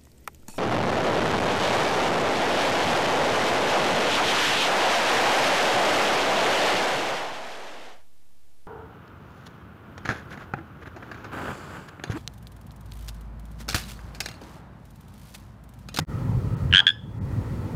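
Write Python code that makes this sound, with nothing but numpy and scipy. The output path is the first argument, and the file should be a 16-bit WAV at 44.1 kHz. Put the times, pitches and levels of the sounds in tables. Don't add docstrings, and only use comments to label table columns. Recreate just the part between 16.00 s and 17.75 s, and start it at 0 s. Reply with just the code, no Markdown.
import sys
import numpy as np
from scipy import signal
from scipy.io import wavfile

SR = 44100
rng = np.random.default_rng(int(sys.argv[2]) if len(sys.argv) > 2 else 0)


def volts_from_db(level):
    exponent = np.asarray(level, float) / 20
    return 10 ** exponent


def dump_mix(stems):
    frames = np.atleast_2d(stems).T
    limited = np.clip(frames, -1, 1)
    pcm = np.round(limited * 32767).astype(np.int16)
    wavfile.write(sys.argv[1], SR, pcm)


N = 77175

# time in seconds, level in dB, centre of the note in Hz.
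TRAFFIC_DRONE = [(0.09, -33.5, 128.9), (0.116, -28.5, 113.4), (0.19, -30.5, 101.5), (0.224, -24, 115.5),
                 (0.242, -29, 119.5), (0.366, -23, 120.3), (0.398, -28, 129.6), (0.458, -26.5, 106),
                 (0.75, -27, 100.7), (0.778, -41.5, 109.6), (0.908, -45, 114.3), (1.028, -35.5, 110.4),
                 (1.158, -38.5, 108.3), (1.264, -29.5, 116), (1.346, -29, 102.9), (1.656, -30.5, 117),
                 (1.722, -37.5, 124), (1.75, -26, 140.6)]
# frequency in Hz, density in dB per Hz.
TRAFFIC_RUMBLE = [(12, -58), (20, -16.5), (59, -4.5), (125, -1), (175, -9), (203, -22.5), (400, -29),
                  (520, -66.5), (880, -120)]
# frequency in Hz, density in dB per Hz.
NIGHT_AIR = [(120, -31.5), (200, 1), (385, -11), (454, -8), (715, -25), (874, -22.5), (1050, -21),
             (3300, -37.5), (15500, -48)]
# centre in Hz, width in Hz, level in dB.
FAR_BANDS = [
    (900, 120, -52.5),
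    (1300, 82, -56),
    (1890, 140, -62.5),
    (4480, 90, -74.5),
]
# time in seconds, gain in dB.
RECORDER_GAIN = [
    (0, -1.5),
    (.1, 1),
    (.745, 0.5),
    (.78, -12),
    (.86, -8.5),
    (.95, -14),
    (1.18, -5.5),
    (1.33, 0),
    (1.75, 1.5),
]
# start in seconds, note in Hz, level in dB, decay by 60 dB in seconds.
SAC_HUMS = [
    (.808, 1632, -30.5, .15),
    (0.906, 1698, -30, 0.24),
]
# multiple of the note, level in dB.
HUM_PARTIALS = [(1, -6.5), (2, -9.5), (3, -20.5), (4, -35.5), (6, -32.5)]
# start in seconds, peak in dB, sac note in Hz, upper note in Hz, hold in ms.
THROAT_PULSES = [(0.7111, -30, 1650, 3040, .2), (0.7266, -5.5, 1700, 2980, 1), (0.7369, 0, 1550, 2880, 1.7),
                 (0.7474, 3.5, 1606, 3110, 1.3), (0.7583, 2, 1639, 3176, 0.88),
                 (0.7689, -1, 1598, 3282, 1.9), (.7798, 1.5, 1602, 3200, 1.8), (0.7907, 0, 1637, 3235, 2.7),
                 (0.8019, -3.5, 1632, 3302, 1.7), (0.8674, -1.5, 1656, 3359, 2.42),
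                 (0.878, -4, 1679, 3410, 2.4), (0.8884, -7, 1646, 3367, 3.7),
                 (0.9014, -13, 1653, 3417, 4.3)]
# multiple, level in dB.
UPPER_OVERTONES = [(3, -31), (4, -30), (5, -40), (6, -41), (7, -51), (8, -51)]
# centre in seconds, length in seconds, lower edge in Hz, depth in dB.
TREBLE_LOSSES = [
    (.558, .012, 4000, -20),
    (1.2, .017, 2400, -32),
]

DRONE_WIDTH_HZ, DRONE_TONE_DB, DRONE_BED_DB = 24, -3.5, 0.5
NIGHT_DB = -38.5
EARLY_HZ, EARLY_DB, EARLY_BED_DB, WHINE_HZ, WHINE_DB = 159, -24, -36, 2000, 13
RUSTLE_S, RUSTLE_LEN_S, RUSTLE_DB, RUSTLE_HZ = .82, .03, -39, 870
BOARD_S, BOARD_DB = .0036, -16
NEAR_DB, NEAR_T60_S, FAR_DB, FAR_T60_S, YARD_CUT_HZ = -25, .16, -41, .6, 7000
ONSET_MS, ROUNDNESS_MS = .35, .5
SWELL_DB_PER_MS, RELEASE_DB_PER_MS, RELEASE_BEND = 2.0, 5.5, .45
SAC_DB, SAC_LONGER_MS, SAC_SAG, UPPER_RISE = -6.5, 1, .03, 0.035
SIDE_HZ, SIDE_DB, SIDE_MS = 2673, -10, 0.4145
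SNAP_DB, SNAP_MS, SNAP_CUT_HZ = -29, 1.0, 7000
AIR_DB, AIR_HZ, AIR_DB_PER_KHZ = -48, 12000, 30
PEAK_LIMIT = .92
FADE_S, BREAK_S, BACK_S, BACK_LEN_S, BREAK_DB = 0.021, 0.05, 0.062, 0.042, -52
BASS_CUT_HZ, CUTOFF_HZ = 38, 16200


def rms_one(x):
    return x / np.sqrt(np.mean(x ** 2) + 1e-20)


def in_time(rows):
    s, *columns = np.transpose(rows)
    return [np.interp(np.arange(N) / SR, s, c) for c in columns]


def drift(rate_hz):
    r = np.exp(-2 * np.pi * rate_hz / SR)
    white = rng.standard_normal(N + SR)
    return rms_one(signal.lfilter([1], [1, -2 * r, r * r], white)[SR:])


def narrow(phase, width_hz):
    return rms_one(drift(width_hz) * np.cos(phase) + drift(width_hz) * np.sin(phase))


def banded_noise(spectrum, patchy_db):
    out, together = 0, drift(5.1)
    hz, density_db = np.transpose(spectrum)
    edges = np.geomspace(max(hz[0], 15), min(hz[-1] * 1.25, .45 * SR), 21)
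    white = rng.standard_normal((2, N + SR))
    for k, (low, high) in enumerate(zip(edges, edges[1:])):
        band_pass = signal.butter(2, [low, high], "band", fs=SR, output="sos")
        band = signal.sosfilt(band_pass, white[k % 2])[SR:]
        level_db = np.interp(np.log(low * high) / 2, np.log(hz), density_db)
        flicker_db = patchy_db * (0.82 * together + drift(8.2))
        out = out + volts_from_db(level_db + flicker_db) * band
    return rms_one(out)


def traffic():
    level_db, hz = in_time(TRAFFIC_DRONE)
    t = np.arange(N) / SR
    note = narrow(2 * np.pi * np.cumsum(hz) / SR, DRONE_WIDTH_HZ)
    bed = banded_noise(TRAFFIC_RUMBLE, patchy_db=2.5)
    early = volts_from_db(EARLY_DB) * np.cos(2 * np.pi * EARLY_HZ * t) + volts_from_db(EARLY_BED_DB) * bed
    late = volts_from_db(level_db) * (volts_from_db(DRONE_TONE_DB) * note + volts_from_db(DRONE_BED_DB) * bed)
    return np.where(t < BREAK_S, early, late)


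def chorus():
    t = np.arange(N) / SR
    out = 0
    for hz, width_hz, db in FAR_BANDS:
        whine_db = WHINE_DB * (t < BREAK_S) * (abs(hz - WHINE_HZ) < 500)
        level = volts_from_db(db + 3 * drift(3.7) + whine_db)
        out = out + level * narrow(2 * np.pi * hz * t, width_hz)
    return out


def night():
    gain_db, = in_time(RECORDER_GAIN)
    return volts_from_db(gain_db) * (volts_from_db(NIGHT_DB) * banded_noise(NIGHT_AIR, patchy_db=0.39) + chorus())


def yard(x):
    t = np.arange(SR) / SR
    near = volts_from_db(NEAR_DB - 60 * t / NEAR_T60_S) * rng.standard_normal(SR)
    far = volts_from_db(FAR_DB - 60 * t / FAR_T60_S) * rng.standard_normal(SR)
    dull = signal.butter(1, YARD_CUT_HZ, fs=SR, output="sos")
    tail = signal.sosfilt(dull, (near + far) * np.minimum(t / .005, 1)) / 10
    tail[int(BOARD_S * SR)] += volts_from_db(BOARD_DB)
    return signal.fftconvolve(x, tail)[:N]


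def rustle():
    t = np.arange(N) / SR
    air = narrow(2 * np.pi * RUSTLE_HZ * t, 140.0) + narrow(2 * np.pi * 1.6 * RUSTLE_HZ * t, 260.0)
    return volts_from_db(RUSTLE_DB) * air * np.exp(-((t - RUSTLE_S) / RUSTLE_LEN_S) ** 2)


def hum():
    out, t = 0, np.arange(N) / SR
    for s, hz, db, t60 in SAC_HUMS:
        since = np.maximum(t - s, 0)
        onset = np.minimum(since / .006, 1)
        for k, level_db in HUM_PARTIALS:
            decay_db = 60 * since / t60 * (1 + 0.22 * abs(k - 2))
            partial = narrow(2 * np.pi * k * hz * t, 30.0 * k)
            out = out + volts_from_db(db + level_db - decay_db) * onset * partial
    return out


def swell(t, hold_ms):
    late = 1000 * t - hold_ms
    over = ROUNDNESS_MS * np.logaddexp(0, late / ROUNDNESS_MS)
    release_db = (RELEASE_DB_PER_MS + RELEASE_BEND * over) * over
    attack = 1 - np.exp(-(1000 * t / ONSET_MS) ** 2)
    return volts_from_db(SWELL_DB_PER_MS * (late - over) - release_db) * attack


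def croak():
    out, t = np.zeros(N), np.arange(1024) / SR
    puff_band = signal.butter(3, [2000, SNAP_CUT_HZ], "band", fs=SR, output="sos")
    puffs = signal.sosfilt(puff_band, rng.standard_normal((len(THROAT_PULSES), len(t))))
    settle = np.exp(-t / 0.0022)
    for (s, db, sac_hz, upper_hz, ms), puff in zip(THROAT_PULSES, puffs):
        puff = rms_one(puff)
        opening = swell(t, ms)
        low = 2 * np.pi * np.cumsum(sac_hz * (1 + SAC_SAG * (settle - t / 0.0044))) / SR
        half = np.pi * np.cumsum(upper_hz * (1 - UPPER_RISE * (settle - .3))) / SR
        x = opening * np.sin(2 * half)
        x += volts_from_db(SAC_DB) * swell(t, ms + SAC_LONGER_MS) * np.sin(low)
        x += volts_from_db(SIDE_DB) * swell(t, SIDE_MS) * np.sin(2 * np.pi * SIDE_HZ * t)
        bright_db = AIR_DB_PER_KHZ * (upper_hz - 3200) / 1000
        for k, level_db in UPPER_OVERTONES:
            dim_db = min(bright_db, 0) * (k > 4)
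            x += volts_from_db(level_db + dim_db + db / 3) * opening ** 1.3 * np.sin(k * half)
        x += volts_from_db(SNAP_DB) * swell(t, SNAP_MS * min(ms, 1.5)) * puff
        x += volts_from_db(AIR_DB + bright_db) * opening * puff * np.sin(2 * np.pi * AIR_HZ * t)
        i = int(s * SR)
        out[i:i + len(t)] += min(volts_from_db(db), PEAK_LIMIT) * x / np.abs(x).max()
    return out


def scene():
    frog = croak()
    return (frog + yard(frog) + hum() + rustle() + traffic() + night())[None]


def roll_off(x):
    return signal.sosfilt(signal.butter(12, 16450, fs=SR, output="sos"), x)


def record(dry):
    t = np.arange(N) / SR
    fade = 1 - 1.1 * np.clip((t - FADE_S) / (BREAK_S - FADE_S), 0, 1)
    back = volts_from_db(BREAK_DB) + np.sin(np.pi / 2 * np.clip((t - BACK_S) / BACK_LEN_S, 0, 1)) ** 2
    x = signal.sosfilt(signal.butter(2, BASS_CUT_HZ, "high", fs=SR, output="sos"), dry)
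    x = x * np.where(t < BREAK_S, fade, back)
    for s, length, hz, db in TREBLE_LOSSES:
        low = signal.sosfiltfilt(signal.butter(6, hz, fs=SR, output="sos"), x)
        x = low + (x - low) * volts_from_db(db * np.exp(-(2 * (t - s) / length) ** 4))
    x = signal.sosfilt(signal.ellip(14, .5, 80, CUTOFF_HZ, fs=SR, output="sos"), x)
    return roll_off(x)


dry = scene()
out = record(dry)
dump_mix(out)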